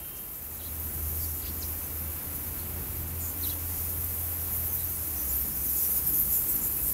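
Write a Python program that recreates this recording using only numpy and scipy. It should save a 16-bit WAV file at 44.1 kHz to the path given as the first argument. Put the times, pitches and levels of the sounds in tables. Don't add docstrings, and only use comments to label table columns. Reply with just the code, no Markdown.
import sys
import numpy as np
from scipy import signal
from scipy.fft import rfft, irfft, next_fast_len
from scipy.io import wavfile
from scipy.ndimage import uniform_filter1d, map_coordinates

SR = 44100
rng = np.random.default_rng(int(sys.argv[2]) if len(sys.argv) > 2 else 0)


def volts(x):
    e = np.asarray(x, float) / 20
    return 10 ** e


def file_out(sig):
    cols = np.atleast_2d(sig).T
    lim = np.clip(cols, -1, 1)
    pcm = np.round(lim * 32767).astype(np.int16)
    wavfile.write(sys.argv[1], SR, pcm)


N = 305613
TIME = np.arange(N) / SR


def unit(x):
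    return x / np.sqrt(np.mean(x ** 2) + 1e-20)


def curves(rows):
    s, *cols = np.transpose(rows)
    return [np.interp(TIME, s, c) for c in cols]


def wobble(rate_hz):
    t = TIME[::16]
    knots = rng.standard_normal(int(N * 400 / SR))
    return np.interp(TIME, t, map_coordinates(knots, [t * rate_hz]))


def swells(rows):
    s, life_s, db = np.transpose(rows)[:, :, None]
    t = TIME[::32]
    bumps = np.cos(np.pi * np.clip((t - s) / life_s, -.5, .5)) ** 2
    return np.interp(TIME, t, np.sum(db * bumps, axis=0))


def coloured(x, spectrum):
    m = next_fast_len(N + 8192)
    hz, db = np.transpose(spectrum)
    log_hz = np.log(np.fft.rfftfreq(m, 1 / SR) + 1)
    gain = volts(np.interp(log_hz, np.log(hz + 1), db))
    return unit(irfft(rfft(x, m) * gain, m)[:N])


def squeaks(rows):
    s, life_s, hz0, hz1, db, blur_hz = np.transpose(rows)[:, :, None]
    k = np.arange(int(SR * life_s.max()) + 1)
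    u = np.minimum(k / SR / life_s, 1)
    noise = rng.standard_normal(u.shape)
    tremble = unit(uniform_filter1d(uniform_filter1d(noise, size=30), size=30))
    hz = hz0 + (hz1 - hz0) * u + .9 * blur_hz * tremble
    phase = 2 * np.pi * np.cumsum(hz, axis=1) / SR
    rasp = unit(uniform_filter1d(uniform_filter1d(tremble[::-1], size=40), size=40))
    wave = volts(db + 2.2 + 3 * rasp) * np.sin(np.pi * u) ** .5 * np.sin(phase)
    at = (np.round(s * SR) + k).astype(int)
    return np.bincount(at.ravel(), wave.ravel(), N + SR)[:N]


def echoes(x, t60_s, wet_db):
    t = np.arange(SR // 3) / SR
    tail = volts(-60 * t / t60_s) * rng.standard_normal(len(t))
    return x + volts(wet_db) * signal.fftconvolve(x, tail / np.linalg.norm(tail))[:N]


# t/s, rumble level/dB, wash level/dB
TRAFFIC = [
    (0.0, -51.5, -53.5),
    (0.39, -51.5, -54),
    (0.75, -47, -51.5),
    (1.72, -47.5, -49.5),
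    (3.09, -46.5, -49.5),
    (4.36, -47.5, -49),
    (6.93, -44.5, -50),
]
# f/Hz, level/dB per Hz
RUMBLE = [(13, -61.5), (22, -23), (44, -3), (64, 0), (103, -8), (141, -7.5), (200, -11), (237, -11.5),
          (347, -13), (500, -31.5), (650, -51.5), (1100, -120)]
# f/Hz, level/dB per Hz
WASH = [(240, -17.5), (400, -2.5), (648, -5.5), (807, -6), (1340, -8), (1660, -10.5), (2520, -11),
        (3360, -16.5), (5500, -19), (7150, -23.5), (12100, -120)]


def traffic():
    rumble_db, wash_db = curves(TRAFFIC)
    rumble = coloured(rng.standard_normal(N), RUMBLE)
    wash = coloured(rng.standard_normal(N), WASH)
    rumble *= volts(rumble_db + 2.5 + 1.37 * wobble(4.993))
    wash *= volts(wash_db + .6 + .45 * wobble(4))
    return rumble + wash


# t/s, f/Hz, level/dB
DRONE = [(0.0, 71.56, -56.5), (0.45, 76.95, -54.5), (0.7, 79.03, -41.5), (1.05, 78.91, -34.5),
         (1.33, 79.7, -37), (1.5, 80.1, -41), (2.07, 80, -38), (2.4, 78, -42.5), (2.8, 82.8, -37),
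         (3.3, 83.35, -38.5), (4.42, 83.5, -38), (5.05, 83, -42), (5.2, 67.6, -38), (5.7, 65.3, -46),
         (5.86, 72.34, -43), (6.1, 65.5, -46), (6.45, 74, -48), (6.85, 59.7, -42)]
# middle t/s, length/s, change/dB
FADES = [(.23, .08, -14), (.93, 0.158, -7.5), (1.43, 0.15, -6.5), (1.87, 0.296, -6.5), (2.22, .14, -12.5),
         (2.56, 0.15, -9), (2.7, 0.091, -16), (2.86, 0.182, -17.5), (3.34, 0.097, -16), (3.78, 0.113, -8),
         (4.16, 0.098, -4.5), (4.5, 0.0804, -3.5), (4.83, .08, 0.5), (5.04, 0.047, -11.5),
         (5.21, .06, -11.5), (5.29, 0.043, -20.5), (5.46, 0.0582, -18.5), (5.54, .1, -10),
         (5.79, 0.0887, -5.5), (5.89, 0.071, -9.5), (6.0, .08, -6), (6.31, .12, -10), (6.52, .08, -22),
         (6.66, 0.15, -13.5), (6.93, 0.1035, -14.5)]
# t/s, level/dB
UNEVEN = [
    (0, -67.5),
    (2.2, -65.5),
    (2.5, -51),
    (3.15, -51.5),
    (3.35, -65.5),
    (3.55, -52.5),
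    (4.1, -55),
    (4.8, -50.5),
    (5.05, -59),
    (5.2, -75),
]
UNEVEN_ORDER = 3 / 2
# t/s, f/Hz, level/dB
WHINE = [(0.0, 280, -80), (.9, 280.8, -66), (1.25, 277.8, -48.5), (1.5, 285.7, -54), (2.0, 291.6, -55.5),
         (2.3, 287.8, -49), (2.7, 286.6, -58.5), (3.15, 283.3, -58.5), (3.43, 288.9, -44.5),
         (3.9, 287, -61.5), (4.4, 290, -50), (4.7, 295, -65), (5.15, 307.6, -50), (5.9, 284.7, -59),
         (6.46, 293.3, -54), (6.93, 290, -50.5)]


def engine():
    hz, db = curves(DRONE)
    whine_hz, whine_db = curves(WHINE)
    uneven_db, = curves(UNEVEN)
    phase = 2 * np.pi * np.cumsum(hz + 0.5 * wobble(14)) / SR
    firing = volts(db + swells(FADES) + 2.5 + 0.68 * wobble(13.0)) * np.sin(phase)
    uneven = volts(uneven_db - 1.0 + 2.24 * wobble(6)) * np.sin(UNEVEN_ORDER * phase)
    whine_phase = 2 * np.pi * np.cumsum(whine_hz + 2.501 * wobble(10)) / SR
    whine = volts(whine_db - 2.5 + 2.62 * wobble(5.1)) * np.sin(whine_phase)
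    return firing + uneven + whine


# f/Hz, level/dB re ring
BAR_MODES = [
    (2775, -2.5),
    (3085, -3.5),
    (3144, -1),
    (3768, -9),
]
# t/s, level/dB
RING = [
    (0, -59),
    (.19, -58),
    (.24, -65),
    (.42, -71),
]


def bar():
    ring_db, = curves(RING + [(.55, -100)])
    ring = np.zeros(N)
    for hz, db in BAR_MODES:
        phase = 2 * np.pi * hz * TIME + .9 * wobble(60)
        ring += volts(ring_db + db + 2.2 * wobble(40)) * np.sin(phase)
    return ring


# t/s, length/s, start f/Hz, end f/Hz, level/dB
CHIRPS = [(0.589, .026, 4200, 3525, -54.5), (.608, 0.0233, 3251, 3040, -54.5),
          (.636, 0.025, 2990, 4250, -57.5), (.655, 0.034, 4120, 3754, -52.5),
          (0.662, .018, 3505, 3220, -59.5), (1.206, .05, 4930, 4500, -52),
          (1.408, 0.0514, 5370, 2044, -52.5), (1.458, 0.0184, 2000, 3620, -50),
          (1.602, 0.0238, 7400, 5690, -44.5), (1.617, 0.019, 6000, 3760, -44),
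          (1.634, 0.021, 6700, 5140, -47.5), (1.976, .026, 5262, 5220, -57),
          (2.582, 0.057, 4115, 4500, -56.5), (3.427, 0.037, 4267, 3755, -42.5),
          (3.452, 0.0304, 3347, 2850, -49), (3.486, 0.0253, 3700, 4250, -43),
          (3.506, 0.0238, 3567, 2815, -51.5), (3.457, 0.0202, 6500, 6010, -51.5),
          (4.78, .06, 4060, 3760, -55.5), (6.165, .026, 4770, 4840, -57), (6.77, 0.034, 2630, 2540, -54.5)]
CHIRP_BLUR_HZ = 179.6
TRILL_NOTES, TRILL_S, TRILL_GAP_S, TRILL_NOTE_S = 5, 1.436, .013, .013
TRILL_HZ, TRILL_END_HZ, TRILL_DB, TRILL_SWELL_DB = 5090, 4250, -52, 2


def birds():
    trill = []
    for k in range(TRILL_NOTES):
        db = TRILL_DB + TRILL_SWELL_DB * np.sin(np.pi * (k + .5) / TRILL_NOTES)
        trill.append((TRILL_S + k * TRILL_GAP_S, TRILL_NOTE_S, TRILL_HZ, TRILL_END_HZ, db))
    return squeaks([(*row, CHIRP_BLUR_HZ) for row in CHIRPS + trill])


# t/s, length/s, f/Hz, level/dB
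SQUEALS = [(1.205, .045, 7144, -56.5), (1.26, .046, 5900, -55), (3.195, .1, 7200, -45),
           (3.205, 0.033, 8400, -48.5), (3.27, 0.044, 7560, -48), (3.28, .052, 6450, -56),
           (3.405, .025, 6030, -51.5), (4.52, .05, 7050, -50.5), (4.68, 0.0745, 6530, -51.5),
           (5.16, .072, 6154, -45.5), (5.29, 0.034, 7270, -42.5), (5.65, 0.0327, 6310, -46.5),
           (5.76, .045, 6900, -43), (5.76, 0.056, 8150, -55), (5.81, .051, 9300, -44.5),
           (5.83, 0.0494, 5810, -51), (6.14, 0.019, 6200, -49), (6.32, .069, 7370, -42.5),
           (6.47, 0.0516, 8300, -40.5), (6.55, 0.028, 7260, -48), (6.6, .076, 7374, -44),
           (6.85, 0.048, 8470, -44), (6.86, .04, 9060, -43.5)]
# t/s, length/s, f/Hz, level/dB
SHRIEKS = [(4.51, .043, 13400, -37.5), (4.67, .059, 12260, -39), (4.72, 0.0435, 13820, -32.5),
           (4.83, .031, 13210, -34), (4.95, .032, 11050, -39), (5.06, 0.0502, 13570, -42.5),
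           (5.63, .05, 11780, -37.5), (5.82, .05, 12380, -35), (5.9, .03, 13780, -42),
           (5.96, 0.0359, 13720, -35.5), (6.06, 0.042, 12980, -27), (6.135, 0.041, 12110, -28.5),
           (6.18, 0.037, 11930, -28.5), (6.188, .018, 14200, -33.5), (6.21, 0.031, 13420, -28.5),
           (6.31, 0.0477, 11900, -29), (6.35, .04, 13300, -32.5), (6.355, 0.028, 11260, -33),
           (6.49, .04, 12080, -39.5), (6.54, .034, 12000, -33)]
# t/s, length/s, centre f/Hz, level/dB
HISSES = [(.155, 0.035, 7000, -53.5), (.33, 0.022, 7550, -56.5), (.555, 0.028, 7900, -51.5),
          (.605, 0.066, 3800, -56), (1.185, .09, 6220, -55.5), (1.445, 0.062, 4164, -52.5),
          (1.61, 0.06, 5790, -51.5), (3.2, .11, 7450, -50.5), (3.44, 0.1003, 5800, -52.5),
          (5.76, 0.1118, 6990, -48), (6.31, 0.069, 7500, -44.5), (3.5, 0.047, 3300, -54)]
SQUEAL_SAG, SHRIEK_SAG = .6, 0.248
SQUEAL_BLUR, SHRIEK_BLUR, HISS_BLUR = 0.0281, 0.03144, 0.161


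def near_bats():
    kinds = [(SQUEALS, SQUEAL_SAG, SQUEAL_BLUR), (SHRIEKS, SHRIEK_SAG, SHRIEK_BLUR), (HISSES, 0, HISS_BLUR)]
    rows = []
    for calls, sag, blur in kinds:
        for s, life_s, hz, db in calls:
            rows.append((s, life_s, hz, hz * (1 - sag * life_s), db, blur * hz))
    return squeaks(rows)


def crowd(count, lo_hz, hi_hz, spread_db, near):
    when, pitch, glide, life, size = rng.random((count, 5)).T
    hz = lo_hz + (hi_hz - lo_hz) * pitch
    end_hz = hz * (1 + 0.1224 * (glide - .6))
    life_s = 0.01215 + 0.0491 * life
    db = -spread_db * np.log(size)
    rows = np.transpose([when * N / SR, life_s, hz, end_hz, db, 0.02964 * hz])
    voices = echoes(squeaks(rows), t60_s=.12, wet_db=2)
    voices /= np.sqrt(np.abs(uniform_filter1d(voices ** 2, size=2200)) + 1e-9)
    near = np.clip(near, 0, 1)
    return near * voices + np.sqrt(1 - near ** 2) * rng.standard_normal(N)


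# t/s, colony level/dB, low voices level/dB re colony
COLONY = [(0.0, -39, -18.5), (0.6, -39, -11.5), (0.75, -36.5, -14), (1.25, -33, -12), (1.47, -37, -11),
          (1.7, -35, -12.5), (2.22, -37, -14), (2.35, -36, -12.5), (3.09, -36.5, -13.5), (3.61, -35, -13),
          (3.78, -32.5, -10.5), (3.96, -32.5, -15.5), (4.8, -32.5, -13.5), (5.15, -33, -12),
          (5.58, -31.5, -13), (5.8, -27.5, -14), (6.1, -31.5, -12.5), (6.93, -29, -16)]
# t/s, share
NEAR = [
    (0, 0.217),
    (4.3, 0.148),
    (5.6, 0.258),
    (6.93, 0.177),
]
# middle t/s, length/s, rise/dB
FLURRIES = [(1.22, 0.12, 0), (1.62, 0.097, 1), (2.365, .015, 3), (2.44, 0.014, 2.5), (3.055, 0.0546, -3.5),
            (3.25, .2, 2), (3.47, .26, 5), (4.045, 0.0135, 6), (4.55, 0.144, 3), (4.68, 0.0606, 2),
            (4.75, 0.106, 2.5), (5.22, .14, 1.5), (5.35, 0.206, 4), (5.65, .06, 1), (5.77, .08, 1.5),
            (5.84, .1, 0.5), (5.915, 0.054, 3.5), (5.97, 0.086, 5), (6.08, 0.0665, 5.5), (6.18, 0.24, 5),
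            (6.36, 0.2505, 4.5), (6.52, .18, 4), (6.66, .08, 3.5), (6.88, 0.1164, 2.5)]
THROAT_FOLLOWS = .35
# f/Hz, level/dB per Hz
SHRILL = [(5000, -30), (8000, -15), (8800, -13), (10500, -5), (12400, 2), (14000, 1), (15100, -3),
          (15700, -5.5), (17000, -15)]
# f/Hz, level/dB per Hz
THROATY = [(2060, -67.5), (3500, -16), (5590, -7), (6940, -2), (8740, -5), (9500, -0.5), (12400, -13.5),
           (20900, -120)]


def colony():
    level_db, low_db = curves(COLONY)
    near, = curves(NEAR)
    flurry_db = swells(FLURRIES)
    flicker_db = 0.404 * wobble(25) + .5 * wobble(90)
    shrill = crowd(count=700, lo_hz=7971, hi_hz=16176, spread_db=-2.5, near=1.315 * near)
    throaty = crowd(count=450, lo_hz=4500, hi_hz=9492, spread_db=0.5, near=1.214 * near)
    shrill = volts(flurry_db - .5) * coloured(shrill, SHRILL)
    throaty = volts(THROAT_FOLLOWS * flurry_db + low_db - 2.0) * coloured(throaty, THROATY)
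    return volts(level_db + flicker_db) * (shrill + throaty)


def scene():
    bird_calls = echoes(birds(), t60_s=.1, wet_db=-6.5)
    bat_calls = echoes(near_bats(), t60_s=.1, wet_db=-4.5)
    mix = traffic() + engine() + bar() + bird_calls + bat_calls + colony()
    return np.tile(mix, (2, 1))


def top_cut(x):
    return signal.sosfilt(signal.butter(12, 16230, fs=SR, output="sos"), x)


TOP_HZ = 15730


def record(dry):
    passed = np.fft.rfftfreq(N, 1 / SR) < TOP_HZ
    mix = irfft(rfft(dry) * passed, N)
    return top_cut(mix)


dry = scene()
out = record(dry)
file_out(out)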